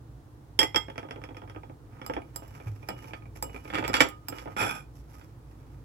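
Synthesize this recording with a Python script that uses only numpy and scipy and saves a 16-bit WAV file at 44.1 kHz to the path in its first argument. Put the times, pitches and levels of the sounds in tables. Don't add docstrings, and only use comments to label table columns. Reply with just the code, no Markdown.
import sys
import numpy as np
from scipy import signal
from scipy.fft import rfft, irfft, next_fast_len
from scipy.io import wavfile
from scipy.ndimage import uniform_filter1d, map_coordinates

SR = 44100
rng = np.random.default_rng(int(sys.argv[2]) if len(sys.argv) > 2 else 0)


def inscribe(sig):
    pcm = np.round(np.clip(np.atleast_2d(sig).T, -1, 1) * 32767)
    wavfile.write(sys.argv[1], SR, pcm.astype(np.int16))


N = 257544
TIME = np.arange(N) / SR
HIT_TIME = np.arange(int(0.28 * SR)) / SR


def amp(db):
    return 10 ** (np.asarray(db) / 20)


def unit(x):
    return x / np.sqrt(np.mean(x ** 2) + 1e-20)


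def crest(x):
    return np.sqrt(uniform_filter1d(np.mean(x ** 2, axis=0), 128).max())


def along(points, hz):
    knots_hz, values = np.transpose(points)
    return np.interp(np.log(hz + 1), np.log(knots_hz + 1), values)


def wobble(rate):
    return map_coordinates(rng.standard_normal(int(N * rate / SR) + 4), [TIME * rate])


def add(track, start_s, sound):
    part = track[:, round(start_s * SR):][:, :sound.shape[1]]
    part += sound[:, :part.shape[1]]


def filtered(x, response):
    size = x.shape[-1]
    padded = next_fast_len(size + SR // 8)
    hz = np.fft.rfftfreq(padded, 1 / SR)
    return irfft(rfft(x, padded) * response(hz), padded)[..., :size]


def resonate(x, peaks, ring_db):
    def response(hz):
        return 1 + sum(amp(ring_db + db) * 1j * hz * width / (centre ** 2 - hz ** 2 + 1j * hz * width)
                       for centre, width, db in peaks)
    return filtered(x, response)


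def registers(x, knock_hz=700, edge_hz=4000):
    bands = [(knock_hz, "low"), ([knock_hz, edge_hz], "band"), (edge_hz, "high")]
    return [signal.sosfilt(signal.butter(4, hz, kind, fs=SR, output="sos"), x) for hz, kind in bands]


# frequency in Hz, left-right correlation.
STEREO_LIKENESS = [(60, 0.97), (300, 0.82), (1000, 0.63), (5000, 0.32), (14000, 0.19)]
def noise(spectrum, size):
    def response(hz):
        width = np.arccos(np.clip(along(STEREO_LIKENESS, hz), -1, 1)) / 2
        return amp(along(spectrum, hz)) * [np.cos(width), np.sin(width)]
    mid, side = filtered(rng.standard_normal((2, size)), response)
    return unit(np.array([mid + side, mid - side]))


# pitch in Hz, level in dB.
MOTOR_TONES = [(56, -57), (103, -59.5), (301, -70.5)]
# time in seconds, level in dB.
RUMBLE_RIDE = [(0.0, -49), (0.47, -51.5), (0.68, -50.5), (3.74, -48), (3.92, -44.5), (4.13, -52),
               (4.36, -49), (4.54, -48.5), (5.3, -51), (5.84, -48)]
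# frequency in Hz, relative density in dB.
RUMBLE_COLOUR = [(15, -54), (25, -4), (43, -9), (59, 0.5), (75, -10), (108, -1.5), (147, -4.5), (174, -21),
                 (291, -13), (344, -13.5), (364, -25), (442, -19), (576, -28.5), (617, -43.5), (700, -26),
                 (910, -57.5), (1540, -120)]
HISS_COLOUR = [(290, -34.5), (500, -7), (750, -6.5), (831, -4.5), (919, -7), (1160, -9.5), (2430, -22.5),
               (14200, -30), (16000, -28.5)]
def appliance_hum(rumble_db=1, hiss_db=-63, drift_rad=0.94, waver_db=4.5):
    motors = np.zeros(N)
    for hz, db in MOTOR_TONES:
        peak = np.sqrt(2) * amp(db + waver_db * wobble(4.7))
        motors += peak * np.sin(2 * np.pi * hz * TIME + drift_rad * wobble(3))
    ride_db = np.interp(TIME, *np.transpose(RUMBLE_RIDE))
    rumble = amp(ride_db + rumble_db) * noise(RUMBLE_COLOUR, N)
    hiss = filtered(rng.standard_normal((2, N)), lambda hz: amp(along(HISS_COLOUR, hz)))
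    return motors + rumble + amp(hiss_db) * unit(hiss)


# frequency in Hz, t60 in seconds.
ROOM_DECAY = [(150, 0.38), (600, 0.24), (2500, 0.21), (12000, 0.19)]
def room_tail(x, predelay_s=0.0073):
    hz, t, spectrum = signal.stft(rng.standard_normal((2, SR // 2)), SR, nperseg=256)
    fade = amp(-60 * t / along(ROOM_DECAY, hz)[:, None])
    tail = signal.istft(spectrum * fade, SR, nperseg=256)[1]
    tail /= np.linalg.norm(tail[0])
    tail = np.pad(tail, ((0, 0), (round(predelay_s * SR), 0)))
    return signal.fftconvolve(x, tail, axes=1)[:, :N]


def early_echoes(x, echo_db=-19.5, count=8):
    delays_s, signs = rng.uniform(0.0025, 0.02, count), rng.choice([-1, 1], count)
    echoes = np.zeros((2, SR // 20))
    echoes[:, 0] = 1
    for channel in echoes:
        arrivals_s = delays_s + rng.uniform(0, 0.0002, count)
        channel[np.rint(arrivals_s * SR).astype(int)] += signs * amp(echo_db)
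    return signal.fftconvolve(x, echoes, axes=1)[:, :N]


# centre in Hz, width in Hz, relative level in dB.
HOLLOW_PEAKS = [(302.2, 25, -1.5), (509, 41, -0.5), (880, 110, 2.5), (1238.6, 25, 4), (1330, 36, 0),
                (1560, 25, -7), (1790, 25, -7), (2260, 36, -3.5), (2378, 26, -3.5), (4625, 15, -2.5)]
def hollows(x):
    return resonate(x, HOLLOW_PEAKS, ring_db=3)


# frequency in Hz, left minus right in dB.
BALANCE = [(60, 7.5), (300, -6.5), (550, 1.5), (900, -7), (2000, -5.5), (4500, -5.5), (14000, -10.5)]
def from_right(x, lag_s=0.000481):
    side = np.array([[0.5], [-0.5]])
    return filtered(x, lambda hz: amp(side * along(BALANCE, hz)) * np.exp(-2j * np.pi * hz * side * lag_s))


# start in seconds, level in dB, pitch in Hz.
COUNTER_BUMPS = [(2.664, -24, 105), (2.689, -29, 100), (3.897, -37.5, 113), (4.611, -30.5, 106.4)]
def counter_bumps(t60=0.25, rise_s=0.0051):
    track, t = np.zeros((2, N)), HIT_TIME
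    for start_s, db, hz in COUNTER_BUMPS:
        envelope = amp(db - 60 * t / t60) * (1 - np.exp(-t / rise_s))
        add(track, start_s, envelope * np.sin(2 * np.pi * hz * t)[None])
    return track


# frequency in Hz, relative density in dB.
RUB_COLOUR = [(100, -12), (220, 6), (330, -1), (700, -5), (1400, -3.5), (2500, -8), (4100, -28),
              (5500, -15.5), (6700, -24.5), (7600, -20), (8800, -38.5), (10500, -22), (13000, -22),
              (15000, -40)]
# centre in Hz, width in Hz, relative level in dB.
RUB_PEAKS = [(790, 120, -6), (1488, 99, 6), (2456, 96, 9), (3380, 140, 11), (5250, 76, 7), (5590, 70.5, 1),
             (7460, 80, 11.5), (10290, 280, 7.5), (13400, 220, -0.5)]
def friction(rub_gain, squeak_gain, rough_db, ring_db):
    grains = noise(RUB_COLOUR, N) * amp(rough_db * unit(wobble(350) + wobble(60)))
    low, middle, high = registers(resonate(grains, RUB_PEAKS, ring_db))
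    return rub_gain * unit(low + middle) + squeak_gain * unit(high)


# middle and half length in seconds, relative rub and squeak levels in dB.
RUB_STROKES = [(2.021, 0.122, -52, -75.5), (2.594, 0.265, -54, -67.5), (3.04, 0.12, -51.5, -63.5),
               (3.375, 0.028, -54, -59.5), (3.554, .08, -55, -67.5), (3.8, 0.2, -53, -62),
               (4.373, 0.073, -42.5, -55.5), (4.515, 0.029, -43.5, -63.5), (4.981, 0.033, -63.5, -64.5),
               (5.177, .1, -60, -68), (5.596, 0.39, -66.5, -80)]
def handling():
    rub, squeak = sum(amp([[rub_db], [squeak_db]]) * np.exp(-((TIME - middle_s) / half_s) ** 2)
                      for middle_s, half_s, rub_db, squeak_db in RUB_STROKES)
    return friction(amp(-6) * rub, amp(-1) * squeak, rough_db=5, ring_db=-31.5)


def plate_slide(start_s=4.565, push_s=0.072, coast_s=0.26):
    speed = np.interp(TIME - start_s, [0, push_s, push_s + coast_s], [0.6, 1, 0], left=0)
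    return friction(amp(-30.5) * speed ** 2.66, amp(-39.5) * speed ** 2.46, rough_db=3.6, ring_db=5.5)


def ringing(modes, detune, damping, scatter_db=2, partials=3):
    hz, db, t60 = np.repeat(modes, partials, axis=0).T
    hz = hz * (1 + detune * rng.standard_normal(len(hz)))
    strength = amp(db + scatter_db * rng.standard_normal((2, len(hz)))) / np.sqrt(partials)
    offset = 2 * np.pi * rng.random(len(hz)) + 0.5 * rng.standard_normal((2, len(hz)))
    phase = 2 * np.pi * np.outer(hz, HIT_TIME)
    fade = amp(-60 * damping * HIT_TIME / t60[:, None])
    sines, cosines = fade * np.sin(phase), fade * np.cos(phase)
    return (strength * np.cos(offset)) @ sines + (strength * np.sin(offset)) @ cosines


def contacts(hits, modes, colour, *, ring_db, detune, damping, rise_s, clack_t60, knock_t60,
             crack_db, knock_db, clack_db, edge_db, soft_knock):
    track, t = np.zeros((2, N)), HIT_TIME
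    force = 1 - np.exp(-(t / rise_s) ** 2)
    knock_fade = amp(-60 * t / knock_t60)
    clack_fade = amp(-60 * t / clack_t60)
    crack_fade = amp(crack_db - 60 * t / 0.0068)
    for start_s, db, hardness in hits:
        ring = amp(ring_db) * force * ringing(modes, detune, damping)
        grain = force * noise(colour, len(t))
        knock, _, _ = registers(ring + grain * knock_fade)
        _, clack, edge = registers(ring + grain * (clack_fade + crack_fade))
        layers = [(knock, knock_db - soft_knock * hardness), (clack, clack_db), (edge, edge_db + hardness)]
        for layer, layer_db in layers:
            add(track, start_s, amp(db + layer_db) * layer / crest(layer))
    return track


# start in seconds, strength in dB, hardness in dB.
STEEL_TICKS = [(2.063, -40.5, -2), (2.36, -39.5, 5), (2.479, -58, 1), (2.887, -34, -9), (3.425, -33.5, 2.5),
               (3.878, -31.5, -6.5), (4.087, -51.5, 6), (4.284, -36, 1.5)]
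# pitch in Hz, relative level in dB, t60 in seconds before damping.
STEEL_MODES = [(2920, -28, 1), (5100, -2, 0.075), (7540, 3, 0.09), (9980, -8, 0.045), (12100, -4, .09),
               (12550, -7.5, 0.07)]
# frequency in Hz, relative density in dB.
STEEL_COLOUR = [(100, -3), (320, 1), (1300, -3), (3500, -12), (5000, -9), (6500, -3), (9000, -8),
                (11500, 4.5), (16000, -1.5)]
def utensil():
    return contacts(STEEL_TICKS, STEEL_MODES, STEEL_COLOUR, ring_db=-2.5, detune=0.0041, damping=1.3,
                    rise_s=0.00078, clack_t60=0.026, knock_t60=0.31,
                    crack_db=9.5, knock_db=-7.5, clack_db=-1.5, edge_db=1, soft_knock=0.045)


# start in seconds, strength in dB, hardness in dB.
RIM_TAPS = [(2.218, -48.5, -12), (2.6, -48, -22), (2.836, -53.5, -25), (3.042, -46.5, -13),
            (3.255, -51.5, -18), (3.544, -40.5, -20.5), (3.561, -39, -9.5), (3.677, -45, -14)]
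# pitch in Hz, relative level in dB, t60 in seconds before damping.
RIM_MODES = [(2409, 6, 0.049), (2277, -7.5, 0.169), (5940, -32, 0.18), (10200, -24, 0.21)]
# frequency in Hz, relative density in dB.
PLATE_COLOUR = [(100, -12.5), (200, -3.5), (300, -3.5), (400, 1.5), (530, -3), (660, -2.5), (900, -4),
                (1400, 5), (2000, 5), (2600, 2.5), (3400, -5.5), (4100, -16.5), (5500, -16.5), (6600, -23),
                (7600, -15), (8800, -47.5), (10500, -17.5), (16000, -40.5)]
def rims(jostle_span_s=(2.55, 3.72), count=10, jostle_db=-49.5, hardness_db=-19):
    starts = np.interp(np.arange(count) + rng.random(count), [0, count], jostle_span_s)
    jostles = [(start_s, jostle_db + rng.uniform(-6.5, 6.5), hardness_db) for start_s in starts]
    return contacts(RIM_TAPS + jostles, RIM_MODES, PLATE_COLOUR, ring_db=6.5, detune=0.0143, damping=1.9,
                    rise_s=0.0012, clack_t60=0.061, knock_t60=0.075,
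                    crack_db=12, knock_db=-5, clack_db=-5, edge_db=-3.5, soft_knock=0.208)


# start in seconds, strength in dB, hardness in dB.
PLATE_CLATTER = [(2.421, -52, -33), (2.888, -33.5, -23), (2.9, -43, -31.5), (3.134, -34.5, -18),
                 (3.701, -35.5, -16.5), (3.728, -37.5, -20.5), (3.744, -30, -17), (3.753, -25, -14.5),
                 (3.784, -25, -16.5), (3.848, -27, -17), (3.897, -34, -31), (3.94, -16, -8),
                 (3.967, -24, -6), (4.005, -8.5, -8.5), (4.01, -16.5, -5.5), (4.324, -40, -29),
                 (4.384, -39.5, -4.5), (4.457, -45.5, -35), (4.474, -46.5, -35), (4.565, -32.5, -21.5),
                 (4.61, -28, -14.5), (4.627, -25, -15.5), (5.212, -50, -14.5)]
# pitch in Hz, relative level in dB, t60 in seconds before damping.
PLATE_MODES = [(314, -8, 0.087), (789, -10.5, 0.11), (1230, -27, 0.72), (1391, -1, 0.081), (1820, -10, .12),
               (2170, -1.5, 0.1), (2326, -1.5, 0.14), (3360, -8, 0.1293), (3340, -9, 0.2),
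               (4590, -8.5, 0.1), (5120, -11.5, 0.13), (5850, -17, 0.16), (7380, -7, 0.1),
               (10280, -17.5, 0.085), (11700, -29.5, .1), (13250, -24, 0.094)]
def plates(firm_db=-31):
    firm = [(start_s, hardness) for start_s, db, hardness in PLATE_CLATTER if db > firm_db]
    grazes = [(start_s - 0.008, -30, hardness) for start_s, hardness in firm]
    thuds = [(start_s + 0.041, -36, -26.5) for start_s, _ in firm]
    hits = PLATE_CLATTER + grazes + thuds
    return contacts(hits, PLATE_MODES, PLATE_COLOUR, ring_db=-6.5, detune=0.009, damping=1.45,
                    rise_s=0.00051, clack_t60=0.072, knock_t60=0.081,
                    crack_db=5, knock_db=-20.5, clack_db=-5, edge_db=-4, soft_knock=0.79)


# pitch in Hz, relative level in dB, t60 in seconds before damping.
BOWL_MODES = [(321, -18, 0.2), (517.4, -11.5, 0.11), (880, -14, 0.092), (2080, -6.5, .12),
              (3246, -0.5, 0.081), (3285, 2, .18), (4630, -21, 0.1), (5245, -5.5, 0.099), (5400, -5, 0.085),
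              (7480, -16, .16), (10400, -28.5, 0.2), (11700, -28, 0.16), (13100, -16, 0.05)]
# frequency in Hz, relative density in dB.
BOWL_COLOUR = [(100, -8.5), (200, -7), (320, 0.5), (420, 0), (530, -4), (680, -2), (900, -3), (1500, 4.5),
               (2200, 5), (3200, -5), (4100, -25.5), (5400, -7), (6600, -25), (7600, -18.5), (8700, -44),
               (10500, -16.5), (16000, -50.5)]
# offset from the swing's blow in seconds, strength in dB, hardness in dB.
FOOT_CHATTER = [(-.022, -42.5, -19.5), (.05, -40.5, -22.5), (.069, -48.5, -34)]
# start in seconds, strength in dB, hardness in dB.
BOWL_LOOSE_TAPS = [(0.883, -39, -23), (0.899, -39.5, -12.5), (1.561, -41.5, -28), (1.633, -45, -21.5),
                   (1.696, -51.5, -37.5), (2.015, -36.5, -17), (2.097, -30.5, -23.5), (2.136, -33.5, -11),
                   (2.165, -32, -26)]
def bowl_rocking(start_s=0.979, period_s=0.1295, blow_loss_db=3, chatter_loss_db=1.4):
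    hits = []
    for swing in range(5):
        blow_s = start_s + swing * period_s
        hits.append((blow_s, -29 - swing * blow_loss_db, -13))
        for offset_s, db, hardness in FOOT_CHATTER:
            hits.append((blow_s + offset_s, db - swing * chatter_loss_db, hardness))
    return contacts(hits + BOWL_LOOSE_TAPS, BOWL_MODES, BOWL_COLOUR, ring_db=-9, detune=0.01, damping=1.9,
                    rise_s=0.001, clack_t60=0.073, knock_t60=0.095,
                    crack_db=16, knock_db=-17.5, clack_db=-7, edge_db=-4, soft_knock=0.69)


# start in seconds, level in dB, first and final pitch in Hz.
BOWL_GLIDES = [(0.607, -28.5, 1827, 2134), (0.763, -36.5, 1927, 2210)]
def bowl_glides(t60=0.22, settle_s=0.055):
    track, t = np.zeros((2, N)), HIT_TIME
    for start_s, db, first_hz, final_hz in BOWL_GLIDES:
        hz = final_hz + (first_hz - final_hz) * np.exp(-t / settle_s)
        tone = np.sin(2 * np.pi * np.cumsum(hz) / SR)
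        add(track, start_s, amp(db - 60 * t / t60) * tone[None])
    return track


# start in seconds, strength in dB, hardness in dB.
BOWL_BOUNCES = [(0.59, -20.5, 5), (0.614, -24.5, -1.5), (0.629, -22.5, -3), (0.745, -25, -12),
                (0.759, -20, -2.5)]
def bowl_landing():
    return contacts(BOWL_BOUNCES, BOWL_MODES, BOWL_COLOUR, ring_db=1.5, detune=0.004, damping=1.7,
                    rise_s=0.0009, clack_t60=0.059, knock_t60=0.1,
                    crack_db=12.5, knock_db=-8.5, clack_db=-4.5, edge_db=-0.5, soft_knock=0.05)


def scene():
    bowl = bowl_landing() + bowl_glides() + bowl_rocking()
    dishes = bowl + plates() + utensil() + rims() + plate_slide() + handling()
    dishes = early_echoes(hollows(dishes))
    foreground = from_right(dishes + amp(-13) * room_tail(dishes))
    bed = counter_bumps() + appliance_hum()
    return foreground + bed * amp([[-0.8], [0.8]])


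def record(dry):
    low_cut_hz, top_hz = 42, 16000
    return filtered(dry, lambda hz: (hz < top_hz) * hz ** 4 / np.hypot(hz ** 4, low_cut_hz ** 4))


dry = scene()
out = record(dry)
inscribe(out)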